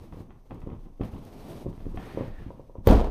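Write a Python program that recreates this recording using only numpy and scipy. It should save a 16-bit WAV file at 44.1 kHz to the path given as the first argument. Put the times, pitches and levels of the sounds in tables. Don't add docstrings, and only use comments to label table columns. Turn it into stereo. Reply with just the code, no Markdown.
import sys
import numpy as np
from scipy import signal
from scipy.fft import rfft, irfft, next_fast_len
from scipy.io import wavfile
from scipy.ndimage import map_coordinates

SR = 44100
rng = np.random.default_rng(int(sys.argv[2]) if len(sys.argv) > 2 else 0)


def rack_gain(trim_db):
    fader = np.asarray(trim_db, float)
    return 10 ** (fader / 20)


def wav_record(signal):
    frames = np.transpose(np.atleast_2d(signal))
    bounded = np.clip(frames, -1, 1)
    quanta = np.round(bounded * 32767).astype(np.int16)
    wavfile.write(sys.argv[1], SR, quanta)


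N = 136710

# (frequency [Hz], level [dB])
RUB_SPECTRUM = [(400, 4), (900, 2.5), (2000, -3), (3500, -10), (7000, -27.5), (14000, -31)]


def unit(x):
    return x / np.sqrt(np.mean(x ** 2) + 1e-20)


def along(points, hz):
    f, v = np.transpose(points)
    return np.interp(np.log(hz + 1), np.log(f + 1), v)


def gain(rows):
    s, db = np.transpose(rows)
    return rack_gain(np.interp(np.arange(N) / SR, s, db, -120, -120))


def wobble(rate_hz):
    knots = rng.standard_normal(int(N * rate_hz / SR) + 4)
    return map_coordinates(knots, [np.arange(N) * rate_hz / SR])


def filtered(x, response):
    m = next_fast_len(x.shape[-1] + 8192)
    return irfft(rfft(x, m) * response(np.fft.rfftfreq(m, 1 / SR)), m)[..., :x.shape[-1]]


def resonant(peaks):
    return lambda f: sum(rack_gain(db) * 1j * f * w / (c * c - f * f + 1j * f * w) for c, w, db in peaks)


def pair(two, spectrum):
    # (frequency [Hz], left-right likeness [0-1])
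    likeness = [(60, 0.96), (180, 0.97), (550, 0.63), (1650, 0.022), (5000, 0.05)]

    def mix(hz):
        angle = np.arccos(np.clip(along(likeness, hz), -1, 1)) / 2
        return rack_gain(along(spectrum, hz)) * [np.cos(angle), np.sin(angle)]

    mid, side = filtered(two, mix)
    return unit(np.array([mid + side, mid - side]))


def noise_pair(count=N):
    return rng.standard_normal((2, count))


def gritty(per_s, spread_db, share):
    size = rack_gain(spread_db * rng.exponential(1, N).clip(0, 2))
    hit = (rng.random(N) < per_s / SR) * size
    grains = unit(hit * np.sign(noise_pair()))
    return share * grains + (1 - share) * noise_pair()


def tail(t60s, count):
    hz, t, z = signal.stft(noise_pair(count), SR, nperseg=256)
    z = z * rack_gain(-60 * t / along(t60s, hz)[:, None])
    return signal.istft(z, SR, nperseg=256)[1][:, :count]


def pushes(rows):
    t_s = np.arange(N) / SR
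    out = np.zeros(N)
    for s, db, half_width_ms in rows:
        offset = (t_s - s) * 1000 / half_width_ms
        out += rack_gain(db) * np.exp(-np.log(16) * np.minimum(offset ** 2, 99))
    return out


def hush():
    # (frequency [Hz], level [dB])
    hush_spectrum = [(20, -6.5), (150, -20), (500, -42.5), (1100, -32.5), (2300, -91), (6100, -43),
                     (6700, -52), (14500, -54)]
    return rack_gain(-60) * pair(noise_pair(), hush_spectrum)


def room(hits):
    # (frequency [Hz], t60 [s])
    room_t60 = [(100, 0.14), (1000, 0.38), (12000, 0.066)]
    answer = tail(room_t60, SR // 3)
    answer = 0.87 * answer[:1] + 0.26 * answer
    return signal.fftconvolve(hits, answer / np.linalg.norm(answer[0]), axes=1)[:, :N]


def fur():
    # (time [s], level [dB])
    stroke = [(0, -68.5), (.1, -75), (.2, -68.5), (.3, -86), (.6, -77.5), (.99, -82.5), (1.05, -65),
              (1.1, -69.5), (1.26, -67.5), (1.47, -62.5), (1.5, -60), (1.61, -64), (1.67, -73.5),
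              (1.94, -71.5), (2.07, -64.5), (2.3, -73.5), (2.83, -84.5), (2.872, -53)]
    # (frequency [Hz], level [dB])
    fur_spectrum = [(40, 22.5), (140, 29.5), (370, 25.5), (960, 15.5), (1500, 6), (4000, 1.5), (7000, -4.5),
                    (14500, -7)]
    # (time [s], scrape level [dB], squeal level [dB], squeal pitch [Hz])
    drag = [
        (1.95, -66, -77, 1750),
        (2.05, -54, -55, 1854),
        (2.12, -55, -61.5, 1910),
        (2.19, -54, -52.5, 1860),
        (2.25, -59, -65, 1820),
        (2.31, -62.5, -59, 1810),
        (2.38, -65, -58, 1820),
        (2.435, -61.5, -60.5, 1713),
        (2.48, -64, -75, 1570),
        (2.62, -96, -104, 1600),
    ]
    hiss = pair(gritty(3500, spread_db=4.5, share=0.4), fur_spectrum)
    hiss = hiss * gain(stroke) * rack_gain(20 + 0.7 * wobble(16) + 1.37 * wobble(60))

    s, scrape_db, squeal_db, hz = np.transpose(drag)
    scrape = pair(gritty(2500, spread_db=-2.0, share=0.28), RUB_SPECTRUM)
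    scrape = scrape * rack_gain(7.5 + 2.1 * wobble(25.26))

    squeal_width_hz, waver_hz = 170, 30
    pitch_hz = np.interp(np.arange(N) / SR, s, hz) + waver_hz * wobble(35)
    tone = np.sin(2 * np.pi * np.cumsum(pitch_hz) / SR)
    flutter = np.array([wobble(squeal_width_hz), wobble(squeal_width_hz)])
    squeal = flutter * rack_gain(2 + 1.5 * wobble(24.7)) * tone
    return (hiss + scrape * gain(np.transpose([s, scrape_db]))
            + squeal * gain(np.transpose([s, squeal_db])))


def kneading():
    # (start [s], hold [s], level [dB], release [dB/s])
    scuffs = [(0, 0.03, -44, 148), (0.12, 0.081, -41, 137), (0.289, 0.013, -48, 172),
              (0.499, 0.04, -38, 192), (0.615, 0.1, -40.5, 129), (0.848, 0.019, -52, 150),
              (0.995, 0.042, -36.5, 160), (1.123, 0.038, -42, 84), (1.657, 0.016, -39, 192),
              (1.808, 0.11, -47, 100), (1.932, 0.061, -45, 202), (2.161, 0.029, -30.5, 146),
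              (2.381, 0.016, -46, 128), (2.454, 0.058, -45, 140), (2.552, 0.066, -54.5, 122),
              (2.739, 0.056, -48, 106), (2.855, .012, -52, 102), (2.866, 0.01, -49, 304)]
    # (frequency [Hz], level [dB])
    skin_spectrum = [(50, 4), (90, 7.5), (150, 2.5), (360, -3.5), (600, -16.5), (1100, -15), (1500, -30.5),
                     (3500, -36.5), (7000, -100)]
    # (time [s], level [dB])
    sway = [(0, -47), (.3, -51), (.42, -50), (.68, -42), (.8, -41.5), (.93, -49), (1.02, -49), (1.12, -46),
            (1.6, -51), (1.68, -32.5), (1.76, -52), (1.86, -31), (1.98, -42), (2.04, -44), (2.2, -38.5),
            (2.68, -49), (2.873, -46)]
    t_s, rise_s = np.arange(N) / SR, 0.012
    effort = np.zeros(N)
    for s, hold_s, db, fall_db_s in scuffs:
        release_db = fall_db_s * np.maximum(t_s - s - hold_s, 0)
        effort += rack_gain(db - release_db) * np.clip((t_s - s) / rise_s, 0, 1)
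    grains = pair(gritty(500, spread_db=0.0, share=0.59), skin_spectrum)
    grains = grains * effort * rack_gain(2.45 * wobble(29.88))
    squeeze = pair(noise_pair(), [(10, -9), (26, 17.0), (50, -12.0), (90, -41.5), (200, -90)])
    return grains + squeeze * gain(sway)


def ticks():
    # (time [s], peak level [dB])
    unstickings = [(0.1256, -42), (.3063, -44), (.5088, -37.5), (.6181, -46.5), (0.7016, -43.5),
                   (.8575, -55), (1.0135, -32.5), (1.035, -41), (1.728, -49), (1.778, -48.5), (1.804, -46),
                   (1.856, -47.5), (1.974, -30), (2.8719, -17), (2.888, -26), (2.9044, -35), (2.9114, -22)]
    # (time [s], peak level [dB])
    spits = [
        (0.545, -50.5),
        (.604, -53),
        (1.251, -44),
        (1.96, -47),
        (2.8721, -17),
        (2.911, -27),
    ]
    # (time [s], level [dB])
    crinkles = [(1.036, -37), (1.047, -40), (1.138, -47), (1.166, -44), (1.337, -49), (1.383, -50),
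                (1.432, -47), (1.446, -46), (1.506, -44), (1.533, -43), (1.729, -49), (1.795, -50),
                (1.808, -48), (1.83, -50), (2.889, -22)]
    # (centre [Hz], width [Hz], level [dB])
    tick_modes = [(761, 92, 9.5), (1130, 370, 4.5), (1820, 240, -6.5), (2490, 210, -5), (3150, 130, 1)]
    # (centre [Hz], width [Hz], level [dB])
    crinkle_modes = [(3100, 500, 5), (3900, 700, -3)]
    spit_spectrum = [(1200, -35), (3000, 7), (14000, 4.0)]
    crack_spread_s = 0.00398
    blows, nicks, out = np.zeros(N), np.zeros(N), np.zeros((2, N + SR))
    t_s = np.arange(SR // 4) / SR

    def add_burst(s, db, t60_s, spectrum):
        burst = rack_gain(db - 60 * t_s / t60_s) * pair(noise_pair(len(t_s)), spectrum)
        out[:, round(s * SR):][:, :len(t_s)] += burst

    for s, db in unstickings:
        lag, size = rng.random((2, 3))
        delays = np.round(lag * [0, crack_spread_s, crack_spread_s] * SR).astype(int)
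        drop_db = 4.5 * size * [0, 1, 1] + [0, 8, 11]
        blows[round(s * SR) + delays] = -rack_gain(db + 25.0 - drop_db)
        add_burst(s, db - 22.0, 0.43, RUB_SPECTRUM)
    for s, db in spits:
        add_burst(s, db - 4.5, 0.0079, spit_spectrum)
    for s, db in crinkles:
        nicks[round(s * SR)] = rack_gain(db + 13)

    crack = filtered(blows, lambda f: resonant(tick_modes)(f) / (1 + 1j * f / 3600) ** 4)
    crack = crack + filtered(nicks, resonant(crinkle_modes))
    return out[:, :N] + np.array([crack, np.roll(crack, shift=3)])


def skin():
    # (time [s], peak level [dB], half width [ms])
    dents = [(.124, -34.5, 2.2), (.146, -36, 1.4), (.207, -32.5, 1.3), (.307, -50, 3.2), (.638, -32, 2),
             (.673, -22, 1.23), (.732, -31, 2), (.998, -28, 0.96), (1.010, -14.5, 1.32), (1.028, -35, 1.5),
             (1.0353, -29, 1.5), (1.0405, -35, 1.1), (1.044, -31.5, 1.1), (1.054, -29, 2),
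             (1.649, -30.5, 1), (1.6597, -25, 1.04), (1.6651, -17, 1.14), (1.682, -24.5, 1.9),
             (1.689, -48, 3.1), (1.7295, -35, 2), (1.7433, -34.5, 1.7), (1.7794, -31.5, 1.8),
             (1.8073, -32.5, 1.6), (1.834, -37, 2.7), (1.8562, -30.5, 1.2), (1.8674, -20, 1.5),
             (1.892, -35, 5), (1.9461, -26.5, 1.26), (1.9763, -24.5, 2.7), (2.149, -28, 1.3),
             (2.2815, -24.5, 1.9), (2.3923, -34, 3.9), (2.4656, -24.5, 2), (2.5633, -46, 3.3),
             (2.7854, -26.5, 2.22), (2.838, -50, 9.6), (2.8764, -10.5, 0.77), (2.880, -11, 2.2),
             (2.9014, -22, 1.1), (2.9102, -13.5, 0.68), (2.921, -9, 0.87), (2.9247, -5.5, 0.81),
             (2.9339, -11.5, 0.55), (2.9525, -7, 1.7), (2.9562, -11, 2.2), (2.970, -24, 0.85)]
    # (time [s], peak level [dB], half width [ms])
    pops = [(.171, -29, 1.45), (.517, -30, 1.23), (.561, -35, 1.4), (.665, -33.5, 1.1), (.691, -33.5, 1.3),
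            (.718, -30, 1.6), (1.6805, -31, 1.17), (2.1746, -15, 0.98), (2.184, -23.5, 1.1),
            (2.198, -25, 1.1), (2.2095, -16.5, 0.93), (2.222, -25, 1.05), (2.2361, -29, 1.2),
            (2.5054, -28.5, 0.64), (2.5964, -30, 0.8), (2.697, -36, 0.8), (2.7549, -29.5, 0.71),
            (2.8734, 1, 1.08), (2.892, -11.5, 2.8), (2.904, -3, 2.3), (2.9083, -2, 1.42),
            (2.9118, -14, 0.5), (2.9288, -10, 0.91), (2.9465, -14.5, 0.71), (2.958, -19, 1.7)]
    # (centre [Hz], width [Hz], level [dB])
    chamber_modes = [(59, 37, -23), (247, 185, 3), (573, 150, -34)]
    # (centre [Hz], width [Hz], level [dB])
    fold_modes = [(308, 53, -14), (549, 86, 5), (970, 90, 6.5)]

    def rebound(f):
        delay = np.exp(-2j * np.pi * f * 0.0023)
        return 1 - 2.0 / (1 + 1j * f / 45) * delay + rack_gain(-5.5) * resonant(chamber_modes)(f)

    def fold(f):
        return 1j * f / (60 + 1j * f) + rack_gain(3.5) * resonant(fold_modes)(f)

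    return -0.7 * filtered(pushes(dents), rebound) + 0.56 * filtered(pushes(pops), fold)


def slap():
    # (frequency [Hz], level [dB])
    boom_spectrum = [(80, -14), (200, -11), (300, -9), (620, -4.5), (1000, -12.5), (2000, -27.5),
                     (3300, -29), (14500, -51.5)]
    # (frequency [Hz], t60 [s])
    boom_t60 = [(200, 0.78), (800, 0.55), (8000, 0.48)]
    # (frequency [Hz], level [dB], t60 [s])
    body_modes = [(27.33, -10, 0.79), (54.9, -14.5, 0.86), (89, -21, 0.54)]
    # (frequency [Hz], level [dB])
    port_spectrum = [(13000, -40), (13800, -1), (14100, -3), (14400, -7)]
    out, start = np.zeros((2, N)), round(2.873 * SR)
    t_s = np.arange(N - start) / SR
    count = len(t_s)

    rise = 1 - 0.62 * np.exp(-t_s / 0.03)
    lumps = rack_gain(1.1 * wobble(67.3)[:count])
    rattle = 0.71 + 0.35 * abs(gritty(900, spread_db=9, share=0.92)[:, :count])
    boom = tail(boom_t60, count) * rise * lumps * rattle
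    out[:, start:] = rack_gain(-25) * pair(boom, boom_spectrum)

    ring = filtered(rng.standard_normal(count), lambda f: rack_gain(along(port_spectrum, f)) * (f > 12000))
    ring_t60_s = 0.34
    out[1, start:] += unit(ring) * rack_gain(-42 - 60 * t_s / ring_t60_s) * (1 + 4 * np.exp(-t_s / 0.0034))

    onset = 1 - np.exp(-t_s / 0.00078)
    for hz, db, t60_s in body_modes:
        out[:, start:] += rack_gain(db - 60 * t_s / t60_s) * np.cos(2 * np.pi * hz * (t_s - 0.034)) * onset
    return out


def scene():
    hits = skin() + ticks()
    return hush() + rack_gain(-5.5) * room(hits) + fur() + kneading() + hits + slap()


def top_cut(x):
    return signal.sosfilt(signal.butter(12, 14680, fs=SR, output="sos"), x)


def record(dry):
    # (frequency [Hz], left over right [dB])
    port_balance = [(500, -1), (1500, -1), (5000, -4), (13000, -3.5), (13700, -23), (14100, -9)]
    top_hz, dip_hz, dip_width_hz, dip = 14330, 7330, 350, 0.53

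    def ports(hz):
        balance = rack_gain(along(port_balance, hz) * [[0.6], [-0.4]])
        low_cut = hz / np.hypot(hz, 14)
        high_cut = np.clip((top_hz - hz) / 150 + 0.5, 0, 1) ** 2
        notch = 1 - dip * np.exp(-((hz - dip_hz) / dip_width_hz) ** 2)
        return balance * low_cut * high_cut * notch

    x = filtered(dry, ports)
    x = x / (1 + abs(x / 1.15) ** 4) ** (1 / 4)
    return top_cut(x)


dry = scene()
out = record(dry)
wav_record(out)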